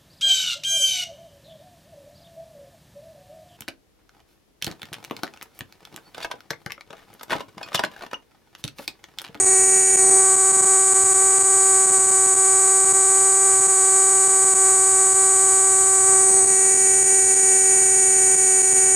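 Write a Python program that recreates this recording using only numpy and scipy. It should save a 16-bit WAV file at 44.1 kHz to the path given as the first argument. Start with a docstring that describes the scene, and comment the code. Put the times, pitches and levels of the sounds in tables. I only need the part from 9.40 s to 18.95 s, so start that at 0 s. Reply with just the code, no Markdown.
"""A cicada sings on a rock close to a small microphone: each muscle stroke buckles three ribs of its tymbal, and every
buckle rings the tymbal and the air sac. Weak strokes already mark the opening, over a faint rumble and hiss, and
noise swells with the strokes. After half a second the abdomen rises and retunes the song, with a short swell in level;
it stays raised until about 6.5 s, then sinks in steps until it is lowered at the end. A short echo off stone and roots
follows the song. Throughout, the loud song overloads the microphone lopsidedly: a low buzz at the stroke rate."""
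import sys
import numpy as np
from scipy import signal
from scipy.fft import rfft, irfft, next_fast_len
from scipy.io import wavfile
from scipy.ndimage import uniform_filter1d, map_coordinates

SR = 44100
rng = np.random.default_rng(int(sys.argv[2]) if len(sys.argv) > 2 else 0)


def file_out(sig):
    """Save sig as 16-bit WAV at sys.argv[1]."""
    # one column per channel
    cols = np.atleast_2d(sig).T
    # limit, then scale
    lim = np.clip(cols, -1, 1)
    pcm = np.round(lim * 32767).astype(np.int16)
    wavfile.write(sys.argv[1], SR, pcm)


N = 421155

# Pace of the tymbal muscle: time_s, rate_strokes_per_s
STROKE_PACE = [(0, 381), (.6, 382.3), (1.1, 383.7), (1.75, 383.55), (2.04, 386.11), (2.48, 382.46),
               (2.8, 382.77), (4.05, 386.23), (4.4, 383.54), (4.74, 384.85), (5.37, 382.79), (6.02, 384),
               (7.8, 383.43), (8.6, 381.7), (9, 380.5), (9.55, 380.55)]
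# Rib buckles of one stroke, a list per posture: delay_ms, signed_size_ratio
RIB_BUCKLES = [
    [(0, 1), (.642, -.344), (.92, -.648)],
    [(0, 1), (.795, -.521), (1.019, .594)],
    [(0, 1), (.929, -.836), (1.044, .517)],
]
# Modes of tymbal and air sac, a list per posture: pitch_hz, width_hz, relative_level_db
BODY_MODES = [
    [(6774, 392, -5.8), (8761, 621, 1.4), (9509, 398, -15.3)],
    [(6634, 514, -11.5), (8373, 661, 3.7), (9143, 200, -12.8)],
    [(6894, 960, -5.9), (8295, 1528, 17.4), (8538, 1823, 15.7)],
]
# Faint lower resonance of the thorax, one per posture: pitch_hz, width_hz, relative_level_db
THORAX_MODES = [(4800, 1300, -25), (4400, 810, -24), (4160, 490, -33)]
# Height of the abdomen: time_s, posture_index (0 lowered, 1 half way, 2 raised)
ABDOMEN_POSTURE = [(0, 0.67), (.56, 0.17), (.63, 0.82), (.73, 0.92), (.9, 2.08), (6.45, 2.5), (6.58, 1.95),
                   (6.8, 1.6), (6.95, 0.97), (7.04, 1.23), (7.1, .55), (7.4, 0.25), (9.55, 0.022)]
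# Loudness curve of the song: time_s, relative_level_db
SONG_LEVEL = [(0, -14.5), (.56, -15), (.74, -12.5), (.85, -15), (2.5, -15.5), (4.2, -15.5), (6.5, -15.5),
              (7.02, -14), (7.1, -15), (9.55, -15)]
# Falters of the muscle: start_s (first weak stroke), length_strokes, depth_db
WEAK_STROKES = [(.019, 2, -5), (.032, 1, -6), (.04, 2, -4), (.05, 2, -6), (.561, 3, -9), (.58, 3, -2),
                (.702, 1, -8), (.958, 2, -6), (.974, 1, -5), (1.12, 1, -7), (1.125, 1, -10),
                (1.169, 1, -10), (1.211, 1, -9), (1.216, 2, -8), (1.247, 1, -5), (1.253, 1, -11),
                (1.537, 2, -10), (1.641, 1, -10), (1.735, 3, -5), (1.987, 1, -12), (2.029, 2, -7),
                (2.039, 1, -4), (2.463, 1, -12), (2.505, 1, -8), (2.516, 1, -8), (2.581, 1, -4),
                (2.589, 1, -7), (2.664, 1, -7), (2.709, 1, -12), (2.866, 1, -12), (2.944, 2, -6),
                (2.957, 2, -7), (3.449, 1, -9), (3.527, 1, -12), (3.532, 1, -12), (4.204, 1, -8),
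                (4.272, 1, -7), (4.277, 1, -10), (4.881, 1, -9), (5.047, 1, -9), (5.141, 1, -12),
                (5.147, 1, -11), (5.734, 4, -4), (6.911, 1, -4), (7.052, 2, -6), (7.065, 2, -6),
                (7.347, 1, -6), (7.368, 2, -5), (7.634, 3, -5), (7.649, 4, -2), (7.944, 2, -5),
                (7.955, 2, -4), (8.955, 1, -4), (8.96, 1, -9), (8.971, 2, -4), (9.223, 2, -8),
                (9.333, 1, -9), (9.341, 1, -8)]
# Colour of the noise under the song: pitch_hz, relative_level_db_per_hz
NOISE_COLOUR = [(2500, -44), (3600, -28.5), (4300, -14.5), (5500, -16), (6900, -1), (8500, -38),
                (10200, -13.5), (11500, -23.5), (13200, -15.5), (13800, -27), (15500, -39)]
# Colour of the open air: pitch_hz, relative_level_db_per_hz
AIR_COLOUR = [(20, -9), (50, -4.5), (105, 9), (250, -24), (1000, -6), (3000, -4.5), (6000, -18),
              (15500, -36)]
# Fader curve of the rumble: time_s, gain_db
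RUMBLE_GAIN = [(0, -46), (2, -47.5), (6.3, -46.5), (7.2, -45.5), (9.55, -45)]
# Microphone response to its overload product: pitch_hz, gain_db
OVERLOAD_RESPONSE = [(20, -30), (120, -2.5), (400, 0), (1200, -1), (2500, -2.5), (4000, -5.5), (13000, -20),
                     (16000, -21)]

# Shares of a falter's depth: in the stroke before, in the stroke after, and in each later one over the one before it
BEFORE_SHARE, AFTER_SHARE, RECOVERY = 0.1, 0.19, 0.64
TOP_HZ = 15450  # upper band limit of the microphone


def amp(db):
    """Gain of a level in dB."""
    return 10 ** (np.asarray(db) / 20)


def unit(x):
    """x at rms 1."""
    return x / np.sqrt(np.mean(x ** 2) + 1e-20)


def coloured(x, points):
    """x through a zero-phase filter of (Hz, dB) points on a log axis."""
    size = next_fast_len(N + 8192)
    hz, db = np.transpose(points)
    bins_hz = np.fft.rfftfreq(size, 1 / SR)
    gain = amp(np.interp(np.log(bins_hz + 1), np.log(hz), db))
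    return irfft(rfft(x, size) * gain, size)[..., :N]


def wobble(rate, s):
    """A smooth random curve, rate knots a second, read at times s."""
    knots = rng.standard_normal(int(N / SR * 200))
    return map_coordinates(knots, [s * rate + 2])


def stroke_times():
    """Onsets of the strokes: the pace wanders, rocks about 24 times a second and trembles a little."""
    s = np.arange(N) / SR
    strokes_done = np.cumsum(np.interp(s, *np.transpose(STROKE_PACE))) / SR
    even = np.interp(np.arange(strokes_done[-1]), strokes_done, s)
    rocking = np.sin(2 * np.pi * 24 * even + 1.37 * wobble(4, even))
    tremor_phase = 2 * np.pi * 110.8 * even
    shift_us = 45 * wobble(18, even) + 25 * wobble(70, even)
    shift_us += 60 * rocking - 14 * np.sin(tremor_phase)
    shift_us += 14 * rng.standard_normal(len(even))
    return even + shift_us / 1e6, np.cos(tremor_phase)


def ring(t, modes, ribs, chance):
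    """One stroke a row: every rib starts all modes as decaying sines; later ribs vary a little in time and size."""
    out = np.zeros(t.shape)
    late_s = 8e-6 * chance[:, [0]]
    later_size = amp(0.59 * chance[:, [1]])
    tension = 1 + 0.0044 * chance[:, [2]]
    for j, (delay_ms, size) in enumerate(ribs):
        since_buckle = np.clip(t - delay_ms / 1000 - (j > 0) * late_s, 0, None)
        onset = (1 - np.exp(-since_buckle / .00025)) ** 2
        swell = size * (later_size if j else 1) * onset
        for k, (hz, width_hz, db) in enumerate(modes):
            level = (-1) ** k * amp(db)  # neighbours swing in opposite directions
            decay = np.exp(-np.pi * width_hz * since_buckle)
            out += level * swell * decay * np.sin(2 * np.pi * hz * tension * since_buckle)
    return out


def falters(when):
    """Loss in dB of each stroke: a sudden drop, then a few strokes to regain full strength."""
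    drop_db = np.zeros(len(when))
    for s, count, db in WEAK_STROKES:
        first = np.argmin(abs(when + .0005 - s))  # listed times fall half a millisecond into the stroke
        drop_db[first:first + count] = db
    after_db = signal.lfilter([0, AFTER_SHARE], [1, -RECOVERY], drop_db)
    before_db = BEFORE_SHARE * np.roll(drop_db, -1)
    return np.where(drop_db < 0, drop_db, after_db + before_db)


def stroke_noise(song):
    """Coloured noise that swells and fades with the strokes."""
    fast_power = uniform_filter1d(song ** 2, size=13)
    slow_power = uniform_filter1d(song ** 2, size=115)
    swell = np.sqrt(abs(fast_power + .45 * slow_power))
    noise = coloured(swell * rng.standard_normal(N), NOISE_COLOUR)
    return amp(-14.5) * noise * np.sqrt(SR / 2 / 3000)


def cicada():
    """Tymbal strokes cross-faded between postures of the abdomen, which retunes them, with noise under the song."""
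    when, tremor = stroke_times()
    chance = rng.standard_normal((len(when), 4))  # per stroke: rib delay, rib size, tension, level
    at = np.clip(when * SR, 0, None).astype(int)[:, None] + np.arange(200)
    t = at / SR - when[:, None]
    posture = np.clip(np.interp(when, *np.transpose(ABDOMEN_POSTURE)), 0, 2)
    strokes = np.zeros(t.shape)
    for k, (modes, thorax, ribs) in enumerate(zip(BODY_MODES, THORAX_MODES, RIB_BUCKLES)):
        share = np.clip(1 - abs(posture - k), 0, 1)
        rows = share > 0
        rung = unit(ring(t[rows], [*modes, thorax], ribs, chance[rows]))
        strokes[rows] += share[rows, None] * rung
    energy = uniform_filter1d(np.sum(strokes ** 2, axis=1), size=15)
    level_db = np.interp(when, *np.transpose(SONG_LEVEL)) - 0.28
    level_db += 0.12 * chance[:, 3] + 0.31 * wobble(14, when) + 0.21 * tremor
    level_db += falters(when)
    gain = amp(level_db) * np.sqrt(SR / 384 / energy)  # evens out stroke energy at about 384 strokes a second
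    song = np.bincount(at.ravel(), (strokes * gain[:, None]).ravel(), N + 400)[:N]
    return song + stroke_noise(song)


def air():
    """A faint outdoor rumble that sways, over a steady hiss, both split from one coloured noise."""
    s = np.arange(N) / SR
    both = unit(coloured(rng.standard_normal(N), AIR_COLOUR))
    rumble = coloured(both, [(200, 0), (300, -60)])
    hiss = both - rumble
    rumble_db = np.interp(s, *np.transpose(RUMBLE_GAIN)) + 1.9 * wobble(4.8, s)
    return amp(rumble_db) * rumble + amp(-47.5) * hiss


def rock(x):
    """Stone and roots send back a short scattered echo: noise that falls 60 dB in 27 ms."""
    t = np.arange(SR // 10) / SR
    tail = rng.standard_normal(len(t)) * amp(-60 * t / 0.027) * (t > .001)
    return signal.fftconvolve(x, tail / np.linalg.norm(tail))[:N]


def scene():
    """Song, echo and air meet at one microphone that feeds both channels."""
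    song = cicada()
    return np.tile(song + amp(-17) * rock(song) + air(), (2, 1))


def record(dry):
    """The capsule gives way more on pulls than on pushes: a squared term that eases off at the peaks; then the
    band limit."""
    bright = coloured(dry, [(6000, -5.0), (10000, 2.0)])
    lopsided = bright ** 2 / np.sqrt(1 + (bright / 0.66) ** 2)
    late = np.roll(coloured(lopsided, OVERLOAD_RESPONSE), 3, axis=-1)  # 3 samples late
    size = next_fast_len(N + 8192)
    in_band = np.fft.rfftfreq(size, 1 / SR) < TOP_HZ
    return irfft(rfft(dry - amp(5) * late, size) * in_band, size)[..., :N]


dry = scene()
out = record(dry)
file_out(out)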